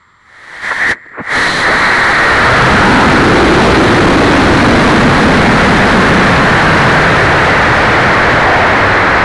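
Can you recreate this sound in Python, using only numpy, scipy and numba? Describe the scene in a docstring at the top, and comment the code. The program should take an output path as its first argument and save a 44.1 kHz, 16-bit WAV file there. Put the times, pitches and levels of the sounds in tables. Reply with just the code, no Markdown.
"""A model rocket launches from grass, heard by a tiny camera taped to its body.
The igniter fizzes; the motor chuffs, spits sparks and nearly dies.
At 1.3 s it catches and roars through the camera case's resonances; liftoff follows at 1.8 s.
Air buffets the case and sheds a howl that rises with speed until 3.6 s, overloading the microphone.
In the coast the howl sinks and the wind eases while the smoke charge burns on."""
import sys
import numpy as np
from scipy import signal
from scipy.fft import rfft, irfft, next_fast_len
from scipy.io import wavfile
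from scipy.ndimage import uniform_filter1d
from numba import njit

SR = 44100
rng = np.random.default_rng(int(sys.argv[2]) if len(sys.argv) > 2 else 0)


def waveform_to_disk(signal):
    """Save audio, clipped to [-1, 1], as 16-bit WAV at the path in sys.argv[1]."""
    frames = np.transpose(np.atleast_2d(signal))
    scaled = np.clip(frames, -1, 1) * 32767
    samples = np.round(scaled).astype(np.int16)
    wavfile.write(sys.argv[1], SR, samples)


N = 407484
T = np.arange(N) / SR
TOP_SPEED_M_S = 65.9

# Burn stages: fizz, flare, false start, spit, smoulder, bark, pad hiss, full thrust, smoke charge.
# Each row: start, full, end and decay in seconds, then roar, hiss, rumble and port ring in dB.
BURN_STAGES = [ (0.0, .58, .65, .02, -31.5, -37, -45, -27.5),
               (0.58, 0.65, 0.82, 0.013, -22, -28, -41, -16.5),
               (0.7, .822, .921, .0105, -16.5, -26, -29, -7.5),
               (0.8, .897, .916, .006, -22, -19.5, -16, -20), (0.88, .94, 1.6, .02, -54, -65, -52, -34.5),
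               (1.14, 1.34, 1.463, 0.039, -15.5, -29, -42, -10.5),
               (1.23, 1.356, 1.63, 0.021, -16, -18.5, -19, -19),
               (1.47, 1.67, 2.67, 0.57, -8, -20.5, -18, -9), (2.4, 5.5, 9.3, .5, -8.5, -50, -44, -14.5)]
# Gas slugs from the nozzle. Each row: peak time and sigma in seconds, crack and thump in dB, thump in Hz.
CHUFFS = [(0.648, 0.003, -22, -41, 500), (0.719, 0.008, -12, -24, 600), (0.942, 0.022, -36, -35, 450),
          (1.065, .003, -39, -38, 450), (1.117, .003, -44, -36, 350), (1.158, 0.017, -29, -41, 400),
          (1.196, 0.012, -19, -20.5, 575), (1.208, 0.0078, -39, -19, 200), (1.702, 0.017, -18, -12.5, 660)]
# Broad swells of mid-pitched wind noise rise and fade during the flight.
# Each row: peak time and sigma in seconds, centre and width in Hz, level in dB.
SWELLS = [(2.852, 0.47, 1337, 402, -6), (2.947, 0.15, 944, 247, -5.5), (6.15, 0.26, 408, 130, -16),
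          (6.6, 0.88, 1576, 398, -11.5), (7.6, 0.36, 806, 605, -15), (8.554, 0.16, 750, 350, -8.5),
          (8.6, 0.48, 1660, 490, -14.5)]
# Spectra at the microphone. Each row: frequency in Hz, relative level in dB.
CASE_SPECTRUM = [(40, -14), (400, -13.5), (780, -5.5), (1000, -3.5), (1330, -2.5), (1550, -2), (1750, -3),
                 (1980, -8.5), (2220, -7), (2480, -17), (2780, -22), (3150, -29), (4300, -26), (5200, -47),
                 (9000, -59)]  # outside sound through the case's cavities
HISS_SPECTRUM = [(500, -27), (1500, -12.5), (2300, 8), (2750, 3), (3200, 8.5), (4100, 9), (5200, 0),
                 (5900, 1.5), (6400, 0), (7000, -1.5), (7700, -1), (8800, -3.5), (9600, -2), (10300, -5),
                 (12000, -10.5)]
RUMBLE_SPECTRUM = [(20, 6), (80, 4.5), (170, 7.5), (300, 9), (550, 6.5), (850, -1), (1300, -37),
                   (2500, -36), (6000, -55)]
RUSH_SPECTRUM = [(20, -22), (120, -7), (300, -1.5), (450, -0.5), (850, -2), (1150, -3), (1550, -3),
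                 (2050, -6.5), (2400, -11.5), (3000, -16.5), (4000, -20.5), (5200, -25), (10000, -43)]
FIELD_SPECTRUM = [(40, -16), (400, -16), (750, -18), (980, -2), (1270, 4), (1550, -6), (1800, 0), (2020, 2),
                  (2400, -19), (2750, -29), (3200, -14), (4400, -17), (5200, -27), (9000, -41)]  # quiet field through the case


def motor(speed_m_s, port_hz=1910, port_width_hz=260, sputter_db=0.63):
    """Uneven burning shakes roar, hiss and rumble together; the microphone port rings hollow."""
    power = sum(np.outer(undb(row[4:]), chamber_pressure(*row[:4])) ** 2 for row in BURN_STAGES)
    roar_gain, hiss_gain, rumble_gain, ring_gain = np.sqrt(power)
    slipstream = (speed_m_s / TOP_SPEED_M_S) ** 2  # carries the sound away
    ring = band(colour(noise(), CASE_SPECTRUM), port_hz, port_width_hz)
    ring *= ring_gain * undb(-4 * slipstream)
    roar = colour(noise(), CASE_SPECTRUM) * roar_gain * undb(-6 * slipstream)
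    hiss = colour(noise(), HISS_SPECTRUM) * hiss_gain
    rumble = colour(noise(), RUMBLE_SPECTRUM) * rumble_gain
    return (roar + ring + hiss + rumble) * undb(sputter_db * wander(rate_hz=70))


def chamber_pressure(start_s, full_s, end_s, decay_s):
    """Pressure, 0-1: builds ever faster, holds, dies away."""
    build = np.clip((T - start_s) / (full_s - start_s), 0, 1) ** 2.83
    return build * np.exp(-np.maximum(T - end_s, 0) / decay_s)


def airflow(speed_m_s, shedding_hz_per_m_s=5.26, gust_db=0.4):
    """Shed vortices howl; large eddies buffet the case, small ones rush and hiss over the port."""
    shedding_hz = np.maximum(shedding_hz_per_m_s * speed_m_s, 20)
    wake, _ = svf(noise(), shedding_hz, damping=0.35)
    wake, _ = svf(wake, shedding_hz, damping=1.0)
    howl = undb(-1) * unit(wake / np.sqrt(shedding_hz))
    _, turbulence = svf(noise(), shedding_hz, damping=0.89)
    eddies = undb(-2) * unit(resonate(turbulence, hz=100, width_hz=280) / np.sqrt(shedding_hz))
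    buffet = wind_gain(speed_m_s, full_db=-4, knee_m_s=40.9, power=2.22) * (howl + eddies)
    rush = colour(noise(), RUSH_SPECTRUM) * wind_gain(speed_m_s, full_db=-3.5, knee_m_s=20.8, power=1.44)
    hiss = colour(noise(), HISS_SPECTRUM) * wind_gain(speed_m_s, full_db=-18.5, knee_m_s=30.8, power=2.7)
    air = noise()
    swells = sum(undb(db) * puff(air, *shape) for *shape, db in SWELLS)
    return (buffet + swells + rush + hiss) * undb(gust_db * wander(rate_hz=9))


def airspeed(liftoff_s=1.764, boost_s=1.87, coast_decay_s=4):
    """Speed in m/s: thrust eases it up to the top; drag and gravity then bleed it off."""
    boost = np.clip((T - liftoff_s) / boost_s, 0, 1)
    coast_s = np.maximum(T - liftoff_s - boost_s, 0)
    return TOP_SPEED_M_S * np.sin(np.pi / 2 * boost) ** 2 * np.exp(-coast_s / coast_decay_s)


def wind_gain(speed_m_s, full_db, knee_m_s, power):
    """Wind noise grows as a power of airspeed and levels off above the knee."""
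    growth = (speed_m_s / knee_m_s) ** power
    return undb(full_db) * growth / np.hypot(1, growth)


def chuffs(crack_hz=1400, crack_width_hz=1500):
    """Each slug of gas makes a brief rasping crack over a low thump."""
    rasp = colour(noise(), CASE_SPECTRUM)
    gas = colour(noise(), RUMBLE_SPECTRUM)
    out = np.zeros(N)
    for peak_s, sigma_s, crack_db, thump_db, thump_hz in CHUFFS:
        out += undb(crack_db) * puff(rasp, peak_s, sigma_s, crack_hz, crack_width_hz)
        out += undb(thump_db) * puff(gas, peak_s, sigma_s, thump_hz, width_hz=thump_hz)
    return out


def jet_ring(start_s=1.32, rise_s=0.03, fade_s=5.9, hz=4060, width_hz=480, level_db=-21):
    """The jet rings a high cavity note that fades as the pad falls away."""
    age_s = np.maximum(T - start_s, 0)
    ring = band(noise(), hz, width_hz, skirt_ratio=3)
    return undb(level_db) * ring * (1 - np.exp(-age_s / rise_s)) * np.exp(-age_s / fade_s)


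def sparks(start_s=1.0, fade_s=0.3, rate_per_s=200, level_db=-49):
    """Sparks from the false start tick against the case, ever fainter."""
    hits = (rng.random(N) < rate_per_s / SR) * noise()
    ticks = colour(hits, CASE_SPECTRUM) + undb(-17) * colour(hits, HISS_SPECTRUM)
    fade = (T > start_s) * np.exp(-np.maximum(T - start_s, 0) / fade_s)
    return undb(level_db) * ticks * fade


def background(whine_hz=7360):
    """The quiet field through the case, plus the camera's faint whine, rumble and hiss."""
    whine = undb(-66) * np.sqrt(2) * np.sin(2 * np.pi * whine_hz * T)
    rumble = undb(-57) * unit(resonate(noise(), hz=85, width_hz=60))
    field = undb(-48) * colour(noise(), FIELD_SPECTRUM)
    hiss = undb(-66) * colour(noise(), HISS_SPECTRUM)
    return whine + rumble + field + hiss


def undb(db):
    """Decibels to gain."""
    return 10 ** (np.asarray(db) / 20)


def unit(x):
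    """Scale to rms 1."""
    return x / np.std(x)


def noise():
    """White noise, rms 1."""
    return rng.standard_normal(N)


def wander(rate_hz):
    """Random steps, smoothed twice; rms 1."""
    hold = int(SR / rate_hz)
    steps = np.repeat(rng.standard_normal(N // hold + 1), hold)[:N]
    return unit(uniform_filter1d(uniform_filter1d(steps, hold), hold))


def colour(x, spectrum):
    """Shape x by a spectrum table; rms 1."""
    hz, db = np.transpose(spectrum)
    bin_hz = np.maximum(np.arange(N // 2 + 1) * SR / N, 1)
    gain = undb(np.interp(np.log(bin_hz), np.log(hz), db))
    return unit(irfft(rfft(x) * gain, N))


@njit
def svf(x, hz, damping):
    """State-variable filter with a moving centre; returns band-pass and low-pass."""
    bandpass, lowpass = np.empty(len(x)), np.empty(len(x))
    band_state, low_state = 0., 0.
    for i in range(len(x)):
        g = np.tan(np.pi * hz[i] / SR)
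        v = (band_state + g * (x[i] - low_state)) / (1 + g * (g + damping))
        bandpass[i], lowpass[i] = damping * v, low_state + g * v
        band_state, low_state = 2 * v - band_state, low_state + 2 * g * v
    return bandpass, lowpass


def resonate(x, hz, width_hz):
    """One resonance, gain 1 at its centre."""
    return svf(x, np.full(N, float(hz)), width_hz / hz)[0]


def band(x, hz, width_hz, skirt_ratio=2):
    """Two resonances in series, the second wider; rms 1."""
    return unit(resonate(resonate(x, hz, width_hz), hz, skirt_ratio * width_hz))


def puff(x, peak_s, sigma_s, hz, width_hz):
    """A band of x under a Gaussian envelope."""
    return np.exp(-0.5 * ((T - peak_s) / sigma_s) ** 2) * band(x, hz, width_hz)


def limiter(x, knee=1.88, smooth_hz=2500):
    """Gain follows the envelope within a millisecond and squeezes the roar."""
    pole = np.exp(-2 * np.pi * smooth_hz / SR)
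    envelope = np.abs(signal.hilbert(x, next_fast_len(N))[:, :N])
    envelope = signal.filtfilt([1 - pole], [1, -pole], envelope)
    return x / (1 + np.abs(envelope) ** knee) ** (1 / knee)


def scene():
    """Motor and air meet at one microphone."""
    speed_m_s = airspeed()
    return (motor(speed_m_s) + jet_ring() + chuffs() + sparks() + airflow(speed_m_s) + background())[None]


def record(dry, ceiling=0.71, soften_hz=5200, cutoff_hz=11200):
    """The overloaded input flattens peaks that pass the limiter; the camera dulls and cuts the treble."""
    limited = limiter(dry)
    clipped = limited / (1 + (limited / ceiling) ** 8) ** (1 / 8)
    pole = np.exp(-2 * np.pi * soften_hz / SR)
    dulled = signal.lfilter([1 - pole], [1, -pole], clipped)
    return signal.sosfilt(signal.butter(16, cutoff_hz, fs=SR, output="sos"), dulled)


dry = scene()
out = record(dry)
waveform_to_disk(out)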